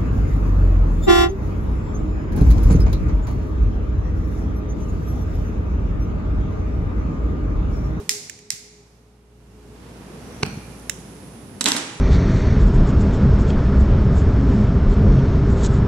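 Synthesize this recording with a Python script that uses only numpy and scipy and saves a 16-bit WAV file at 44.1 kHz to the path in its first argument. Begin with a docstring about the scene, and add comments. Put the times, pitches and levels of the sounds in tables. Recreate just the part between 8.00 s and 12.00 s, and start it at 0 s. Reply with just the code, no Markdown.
"""Hydrogen pop test

A lighter snaps twice in a classroom; its flame ignites a hydrogen bubble, and the pressure pulse
rings the glass test tube. The trigger springs back, then a hard object, probably the lighter,
clatters onto the bench. Behind it are room rumble, a low hum, a wavering whine, faint gas whistles
and the fizz of the reaction."""
import sys
import numpy as np
from scipy import signal
from scipy.fft import rfft, irfft
from scipy.io import wavfile
from scipy.ndimage import uniform_filter1d, minimum_filter1d

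SR = 44100
rng = np.random.default_rng(int(sys.argv[2]) if len(sys.argv) > 2 else 0)


def put_to_file(sound):
    """Save the sound as 16-bit audio at rate SR, in the file named by the first command-line argument."""
    columns = np.atleast_2d(sound).T  # one column per channel
    safe = np.clip(columns, -1, 1)
    whole_steps = np.round(safe * 32767)
    wavfile.write(sys.argv[1], SR, whole_steps.astype(np.int16))


N = 176400

# room noise in three bands (time [s], bass level [dB], middle level [dB], treble level [dB])
AIR_LEVELS = [(0, -36.5, -47.5, -51.5), (.06, -45.5, -51, -56), (.11, -47, -54.5, -56), (.5, -56, -65, -72),
              (.9, -56.5, -62, -67), (1.25, -57.5, -63.5, -71.5), (1.5, -51.5, -59.5, -65.5),
              (1.85, -43, -49.5, -59), (2.35, -39.5, -45, -54), (2.8, -43, -48.5, -54),
              (3.6, -41, -50, -57), (3.75, -46, -36.5, -72), (4, -44.5, -54.5, -78)]
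# spectral shape of the room noise (frequency [Hz], relative level [dB])
AIR_SPECTRUM = [(30, -24), (72, -5), (105, 0), (200, 2.5), (330, -5.5), (430, -6), (570, -13), (780, -15.5),
                (1800, -23.5), (4000, -28), (5800, -27.5), (7500, -30), (11000, -33), (14200, -43),
                (15500, -66)]
# likeness of diffuse sound in the two channels (frequency [Hz], correlation [ratio])
DIFFUSE_COHERENCE = [(60, 1), (180, 0.97), (550, 0.69), (1650, 0.1), (4970, 0.02), (15000, 0.12)]
# stereo balance of the room noise (frequency [Hz], left minus right [dB])
AIR_LEFT_BIAS = [(60, -3.5), (240, 0.5), (950, -2.5), (3770, -3.5), (15000, -11.5)]
# envelope of the hum (time [s], level [dB])
HUM_ENVELOPE = [(0, -69), (1.6, -49.5), (2.5, -46.5), (3.3, -52), (3.8, -74)]
# envelope of the whine (time [s], level [dB])
WHINE_ENVELOPE = [(0, -37.5), (.07, -57.5), (.15, -43.5), (.29, -62.5), (.46, -53.5), (.56, -58.5),
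                  (.69, -51.5), (.92, -66), (1.8, -54), (4, -74)]

# piezo snaps (time [s], level [dB], decay [s], room send [dB], right minus left [dB], tilt [dB/octave])
PIEZO_SNAPS = [(.093, -7, 0.0024, -2, 6.5, 0.5), (0.5041, -12.5, 0.0019, -4, 9, -0.5)]
# spectrum of a snap (frequency [Hz], relative level [dB])
SNAP_SPECTRUM = [(250, -33.5), (1000, -25.5), (1500, -18), (2150, -6.5), (3050, -13.5), (4000, -6),
                 (5250, -2.5), (6000, -3.5), (6900, -0.5), (9000, -6.5), (11500, -10.5), (15000, -21.5)]
# modes of the lighter's shell (frequency [Hz], relative level [dB], T60 [s])
SHELL_MODES = [(2110, -24, .04), (5200, -7, 0.022)]
# the trigger springs back (time [s], level [dB], decay [s], room send [dB], right minus left [dB])
TRIGGER_RELEASES = [(.2966, -24, 0.0026, -34, 12.5), (.3902, -41, 0.002, -20, 9),
                    (2.8963, -12, 0.0025, -12.5, 9)]
# spectrum of a release (frequency [Hz], relative level [dB])
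RELEASE_SPECTRUM = [(400, -33), (1000, -19), (1700, -1), (3900, -3.5), (4400, -22.5), (5150, -2),
                    (7100, 3.5), (9500, -5), (10600, -11), (15000, -16)]

# gas whistles (peak time [s], Gaussian width [s], frequency [Hz], level [dB], right minus left [dB])
GAS_WHISTLES = [(1.85, 0.4, 2780, -73, 1), (2.39, 0.11, 5850, -60, -15)]
# envelope of the reaction's fizz (time [s], level [dB])
FIZZ_ENVELOPE = [(1.5, -82), (1.95, -66), (2.8, -57)]
# spectrum of the ignition and the crack (frequency [Hz], relative level [dB])
CRACK_SPECTRUM = [(120, -15), (430, 0), (600, -20), (820, 2), (1080, -5.5), (1450, -1.5), (2020, -8),
                  (2450, 1.5), (3700, -17), (4340, -2), (5200, -16), (5900, -13), (6700, -26.5),
                  (8300, -13), (14000, -44)]
# wall reflections of the pop's thump (delay [s], relative level [dB])
WALL_ECHOES = [(0.02, -10), (0.039, -5.5), (.1, -11), (0.142, -10)]
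# resonances of the glass tube (frequency [Hz], level [dB], T60 [s])
TUBE_MODES = [(2370, -42, 0.9), (4370, -49, 0.74), (5920, -47, 0.71)]
# droplets of the burst film landing (time [s], level [dB])
FILM_DROPLETS = [(2.4642, -32.5), (2.797, -44.5)]
# spectrum of a droplet (frequency [Hz], relative level [dB])
DROPLET_SPECTRUM = [(2000, -20), (8500, -3), (16000, -20)]

# impacts on the bench (time [s], click level [dB], decay [s], tilt [dB/octave], room send [dB],
# bench gain [dB], casing gain [dB], part that lands [name])
BENCH_KNOCKS = [(3.6095, -10, 0.0051, 2.5, -9, -29, -21, "edge"),
                (3.642, -14, 0.00074, 6.5, -15, -36, -51, "edge"),
                (3.653, -20.5, 0.0063, -8, 7.5, -34, -53, "edge"),
                (3.658, -8.5, 0.0025, 2.5, -4, -53, -9.5, "flat"),
                (3.663, -9.5, 0.0052, -0.5, 4.5, -30, -12, "flat"),
                (3.6855, -11, 0.0035, 8.5, -6, -33, -32, "hood"),
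                (3.719, -8, 0.00085, 3, -6.5, -26, -44, "edge"),
                (3.75, -21, 0.0018, -4, 2.5, -28, -55, "edge"),
                (3.7645, -13, 0.0054, 0, -0.5, -43, -31.5, "hood")]
# spectrum of a knock (frequency [Hz], relative level [dB])
KNOCK_SPECTRUM = [(120, -29.5), (260, 1.5), (450, -7), (620, -10), (930, -3), (1250, -4), (3700, -4),
                  (5200, -7), (8000, -4), (10000, -14.5), (12500, -21), (15000, -59)]
# modes of the bench (frequency [Hz], relative level [dB], T60 [s])
BENCH_MODES = [(242.4, -5.5, 0.13), (267.5, 2, 0.09), (488, -3, 0.044), (963, -7, 0.15)]
# modes of the casing, by the part that lands (frequency [Hz], relative level [dB], T60 [s])
CASING_MODES = {"edge": [(3860, -2.5, 0.057), (7680, -1, 0.039)], "flat": [(3520, -8, 0.0099),
                (3950, 3, 0.0078)], "hood": [(9460, 3.5, 0.074), (12100, -18, 0.073)]}

# reverberation time of the classroom (frequency [Hz], T60 [s])
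REVERB_TIMES = [(150, 1.2), (1500, 1.23), (5500, 0.88), (9000, 0.78), (13000, 0.44)]
# response of the left microphone, which faces away (frequency [Hz], gain [dB])
LEFT_RESPONSE = [(4000, -0.5), (5900, 5), (9500, -13), (13000, -4.5)]

POP_S = 2.4325
TIME = np.arange(N) / SR
PULSE_TIME = np.arange(-512, 512) / SR  # seconds from the centre of a pulse
FREQS = np.fft.rfftfreq(N, 1 / SR)


def amp(db):
    """Amplitude ratio of a level in decibels."""
    return 10 ** (np.asarray(db) / 20)


def unit_rms(x):
    """Normalisation to unit mean power."""
    return x / np.sqrt(np.mean(abs(x) ** 2) + 1e-20)


def at_frequency(points, hz):
    """Interpolation on a logarithmic frequency axis."""
    f, value = np.transpose(points)
    return np.interp(np.log(hz + 1), np.log(f + 1), value)


def envelopes(rows):
    """Linear interpolation of each level column over time."""
    times, *columns = np.transpose(rows)
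    return [np.interp(TIME, times, column) for column in columns]


def add(mix, start_s, sound):
    """Superposition of a sound on the mix."""
    part = mix[:, round(start_s * SR):][:, :sound.shape[-1]]
    part += sound[..., :part.shape[1]]


def pan(side_db):
    """Direction by level difference: channel gains for right minus left in decibels."""
    return amp(np.array([[-side_db], [side_db]]) / 2)


def band_noise(hz, sigma_hz):
    """Stereo noise in a Gaussian band; centred on 0 Hz it is a slow random fluctuation."""
    band = np.exp(-.5 * ((FREQS - hz) / sigma_hz) ** 2)
    return unit_rms(irfft(rfft(rng.standard_normal((2, N))) * band, N))


def diffuse_pair(a, b, hz):
    """A diffuse field is coherent at two nearby points only at long wavelengths."""
    coherence = at_frequency(DIFFUSE_COHERENCE, hz)
    return np.array([a, coherence * a + np.sqrt(1 - coherence ** 2) * b])


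def room_noise():
    """Diffuse rumble and hiss, which sink over the first half second and swell again towards the pop."""
    noise = diffuse_pair(*rfft(rng.standard_normal((2, N))), FREQS)
    balance_db = np.outer([.5, -.5], at_frequency(AIR_LEFT_BIAS, FREQS))
    spectrum = noise * amp(at_frequency(AIR_SPECTRUM, FREQS) + balance_db)
    bass = 1 / (1 + (FREQS / 500) ** 4)
    treble = 1 / (1 + (4000 / (FREQS + 1)) ** 4)
    bands = zip(envelopes(AIR_LEVELS), (bass, 1 - bass - treble, treble))
    return sum(amp(db) * unit_rms(irfft(spectrum * band, N)) for db, band in bands)


def tone(phase, db, octave_db):
    """A fundamental of the given rms level with its second harmonic."""
    return np.sqrt(2) * amp(db) * (np.sin(phase) + amp(octave_db) * np.sin(2 * phase))


def hum(hz=58):
    """Slow random modulation of amplitude and phase makes a low tone waver."""
    level_drift, phase_drift = band_noise(0, sigma_hz=1)
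    phase = 2 * np.pi * hz * TIME + 1.2 * phase_drift
    return tone(phase, envelopes(HUM_ENVELOPE)[0] + 1.3 * level_drift, octave_db=-6)


def whine(start_hz=404.4, rise_hz=16, settle_s=.7):
    """A thin tone glides up and settles, fluttering by amplitude and frequency modulation."""
    level_flutter, pitch_flutter = band_noise(0, sigma_hz=10.7)
    hz = start_hz + rise_hz * (1 - np.exp(-TIME / settle_s)) + 5 * pitch_flutter
    phase = 2 * np.pi * np.cumsum(hz) / SR
    return tone(phase, envelopes(WHINE_ENVELOPE)[0] + 3 * level_flutter, octave_db=-21.5)


def burst(envelope, spectrum, tilt_db=0, size=2048, coherence=.62, right_lag_s=.00005):
    """Source and filter: tiny impacts excite a body; returns the sound and the impulse response."""
    hz = abs(np.fft.fftfreq(size, 1 / SR))
    log_gain = np.log(amp(at_frequency(spectrum, hz) + tilt_db * np.log2((hz + 200) / 4000)))
    body = np.fft.ifft(np.exp(np.conj(signal.hilbert(log_gain)))).real  # minimum phase
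    shared, *separate = rng.standard_normal((3, size))[:, :len(envelope)]
    impacts = np.sqrt(coherence) * shared + np.sqrt(1 - coherence) * np.array(separate)
    hit = signal.fftconvolve(impacts * envelope, body[None], axes=1)
    hit[1] = np.roll(hit[1], round(right_lag_s * SR))
    norm = np.sqrt(SR / 1000)  # the energy of 1 ms at full level
    return norm * hit / np.linalg.norm(hit, axis=1, keepdims=True), norm * body / np.linalg.norm(body)


def click(direct, to_room, start_s, db, decay_s, spectrum, room_db, side_db, tilt_db=0):
    """A brief excitation radiates a broadband click, heard directly and sent into the room."""
    t = np.arange(1024) / SR
    hit, body = burst(np.exp(-(t / decay_s) ** 1.1), spectrum, tilt_db)
    add(direct, start_s, amp(db) * pan(side_db) * hit)
    add(to_room, start_s, amp(db + room_db) * body)


def ring(modes, detune=.0052):
    """Free vibration is a sum of damped modes, here slightly detuned at each strike."""
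    t = np.arange(SR // 2) / SR
    return sum(amp(db - 60 * t / t60) * np.sin(2 * np.pi * hz * t * rng.normal(1, detune))
               for hz, db, t60 in modes)


def lighter(direct, to_room):
    """Impulsive excitation: piezo snaps ring the shell, and the trigger clicks as it springs back."""
    for start_s, db, decay_s, room_db, side_db, tilt_db in PIEZO_SNAPS:
        click(direct, to_room, start_s, db, decay_s, SNAP_SPECTRUM, room_db, side_db, tilt_db)
        add(direct, start_s, amp(db) * pan(side_db) * ring(SHELL_MODES))
    for start_s, db, decay_s, room_db, side_db in TRIGGER_RELEASES:
        click(direct, to_room, start_s, db, decay_s, RELEASE_SPECTRUM, room_db, side_db)


def pressure_pulse(peak_hz):
    """A Ricker wavelet: compression, deep rarefaction and rebound."""
    u = np.pi * peak_hz * PULSE_TIME
    return (2 * u ** 2 - 1) * np.exp(-u ** 2)


def bump(direct, centre_s=.537):
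    """One low-frequency pulse is heard as a soft bump after the second snap."""
    add(direct, centre_s + PULSE_TIME[0], amp(-33.5) * pressure_pulse(peak_hz=120))


def gas_whistles():
    """Narrow-band noise gives the gas a breathy pitch that swells and fades."""
    return sum(amp(db) * np.exp(-((TIME - peak_s) / width_s) ** 2 / 2)
               * pan(side_db) * band_noise(hz, sigma_hz=90)
               for peak_s, width_s, hz, db, side_db in GAS_WHISTLES)


def fizz():
    """The reaction's fizz is a high band of noise that grows towards the pop."""
    return amp(envelopes(FIZZ_ENVELOPE)[0]) * pan(side_db=9) * band_noise(hz=10000, sigma_hz=750)


def pop_thump(direct, to_room):
    """Burning gas swells, collapses and rebounds; the walls reflect the pressure pulse."""
    start_s = POP_S + PULSE_TIME[0]
    thump = amp(-11) * pressure_pulse(peak_hz=131.5)
    add(direct, start_s, thump)
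    add(to_room, start_s, amp(-8.5) * thump)
    for delay_s, db in WALL_ECHOES:
        add(direct, start_s + delay_s, amp(db) * thump)


def pop_crack(direct, to_room, crack_db=-7.5, room_db=-12, side_db=4.5, lag_s=.00018, width_s=.0011):
    """Short transients have wide spectra: the gas ticks as it lights and cracks as it collapses."""
    click(direct, to_room, POP_S - .0051, db=-27, decay_s=.00047, spectrum=CRACK_SPECTRUM,
          room_db=room_db, side_db=side_db)
    crack, body = burst(1 / np.cosh((PULSE_TIME - lag_s) / width_s), CRACK_SPECTRUM)
    add(direct, POP_S + PULSE_TIME[0], amp(crack_db) * pan(side_db) * crack)
    add(to_room, POP_S + .008, amp(crack_db + room_db) * body)


def glass_tube(direct, rise_s=.09):
    """The tube's resonances, as narrow noise bands, build up after the pop and decay exponentially."""
    onset = np.minimum(TIME / rise_s, 1)
    for hz, db, t60 in TUBE_MODES:
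        add(direct, POP_S, amp(db - 60 * TIME / t60) * onset * band_noise(hz, sigma_hz=85))


def droplets(direct, to_room):
    """Drops of the burst film land; so brief an impact gives a bright tick."""
    for start_s, db in FILM_DROPLETS:
        click(direct, to_room, start_s, db, decay_s=.00095, spectrum=DROPLET_SPECTRUM,
              room_db=-13, side_db=9.5)


def clatter(direct, to_room):
    """Each bounce excites bench and casing; the point of impact selects the casing's modes."""
    for start_s, db, decay_s, tilt_db, room_db, thud_db, casing_db, part in BENCH_KNOCKS:
        click(direct, to_room, start_s, db, decay_s, KNOCK_SPECTRUM, room_db,
              side_db=4.5, tilt_db=tilt_db)
        thud = amp(thud_db) * ring(BENCH_MODES)
        casing = amp(casing_db) * ring(CASING_MODES[part])
        add(direct, start_s, thud + pan(side_db=11.5) * casing)
        add(to_room, start_s, thud / 2 + amp(-11) * casing)


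def reverberation(sound, wall_delay_s=.0095, early_decay_s=.032, merge_s=.1):
    """Echo density grows with time squared, and each band decays at its own rate."""
    t = np.arange(SR) / SR
    density = np.clip((t / merge_s) ** 2, .2, 1)
    echoes = rng.choice([-1, 1], (2, SR)) * (rng.random(SR) < density) / np.sqrt(density)
    wall_gain = 1 + amp(2.5) * np.exp((wall_delay_s - t) / early_decay_s)
    echoes *= np.where(t < wall_delay_s, amp(-3), wall_gain)  # bench and stand scatter first
    hz, frame_s, spectra = signal.stft(echoes, SR, nperseg=256)
    decay = amp(-60 * frame_s / at_frequency(REVERB_TIMES, hz)[:, None])
    response = signal.istft(diffuse_pair(*spectra, hz[:, None]) * decay, SR, nperseg=256)[1]
    response /= np.linalg.norm(response[0])
    return pan(side_db=2.5) * signal.fftconvolve(sound, response, axes=1)[:, :N]


def scene(low_cut_hz=100):
    """Direct and reverberant sound, thinned in the bass and duller on the left, add to the background."""
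    direct, to_room = np.zeros((2, 2, N))
    lighter(direct, to_room)
    bump(direct)
    pop_thump(direct, to_room)
    pop_crack(direct, to_room)
    glass_tube(direct)
    droplets(direct, to_room)
    clatter(direct, to_room)
    low_cut = signal.butter(2, low_cut_hz, "high", fs=SR, output="sos")
    left, right = signal.sosfilt(low_cut, direct + reverberation(to_room))
    left = irfft(rfft(left) * amp(at_frequency(LEFT_RESPONSE, FREQS)), N)
    return np.array([left, right]) + room_noise() + hum() + whine() + fizz() + gas_whistles()


def record(dry, hold_s=.003, cutoff_hz=15800):
    """Fast gain reduction limits peaks to full scale; a low-pass filter then limits the bandwidth."""
    hold = round(hold_s * SR)
    held_gain = minimum_filter1d(1 / np.maximum(abs(dry), 1), hold, axis=1)
    gain = uniform_filter1d(held_gain, hold, axis=1)
    low_pass = signal.firwin(255, cutoff_hz, window=("kaiser", 8), fs=SR)
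    return signal.oaconvolve(dry * gain, low_pass[None], "same")


dry = scene()
out = record(dry)
put_to_file(out)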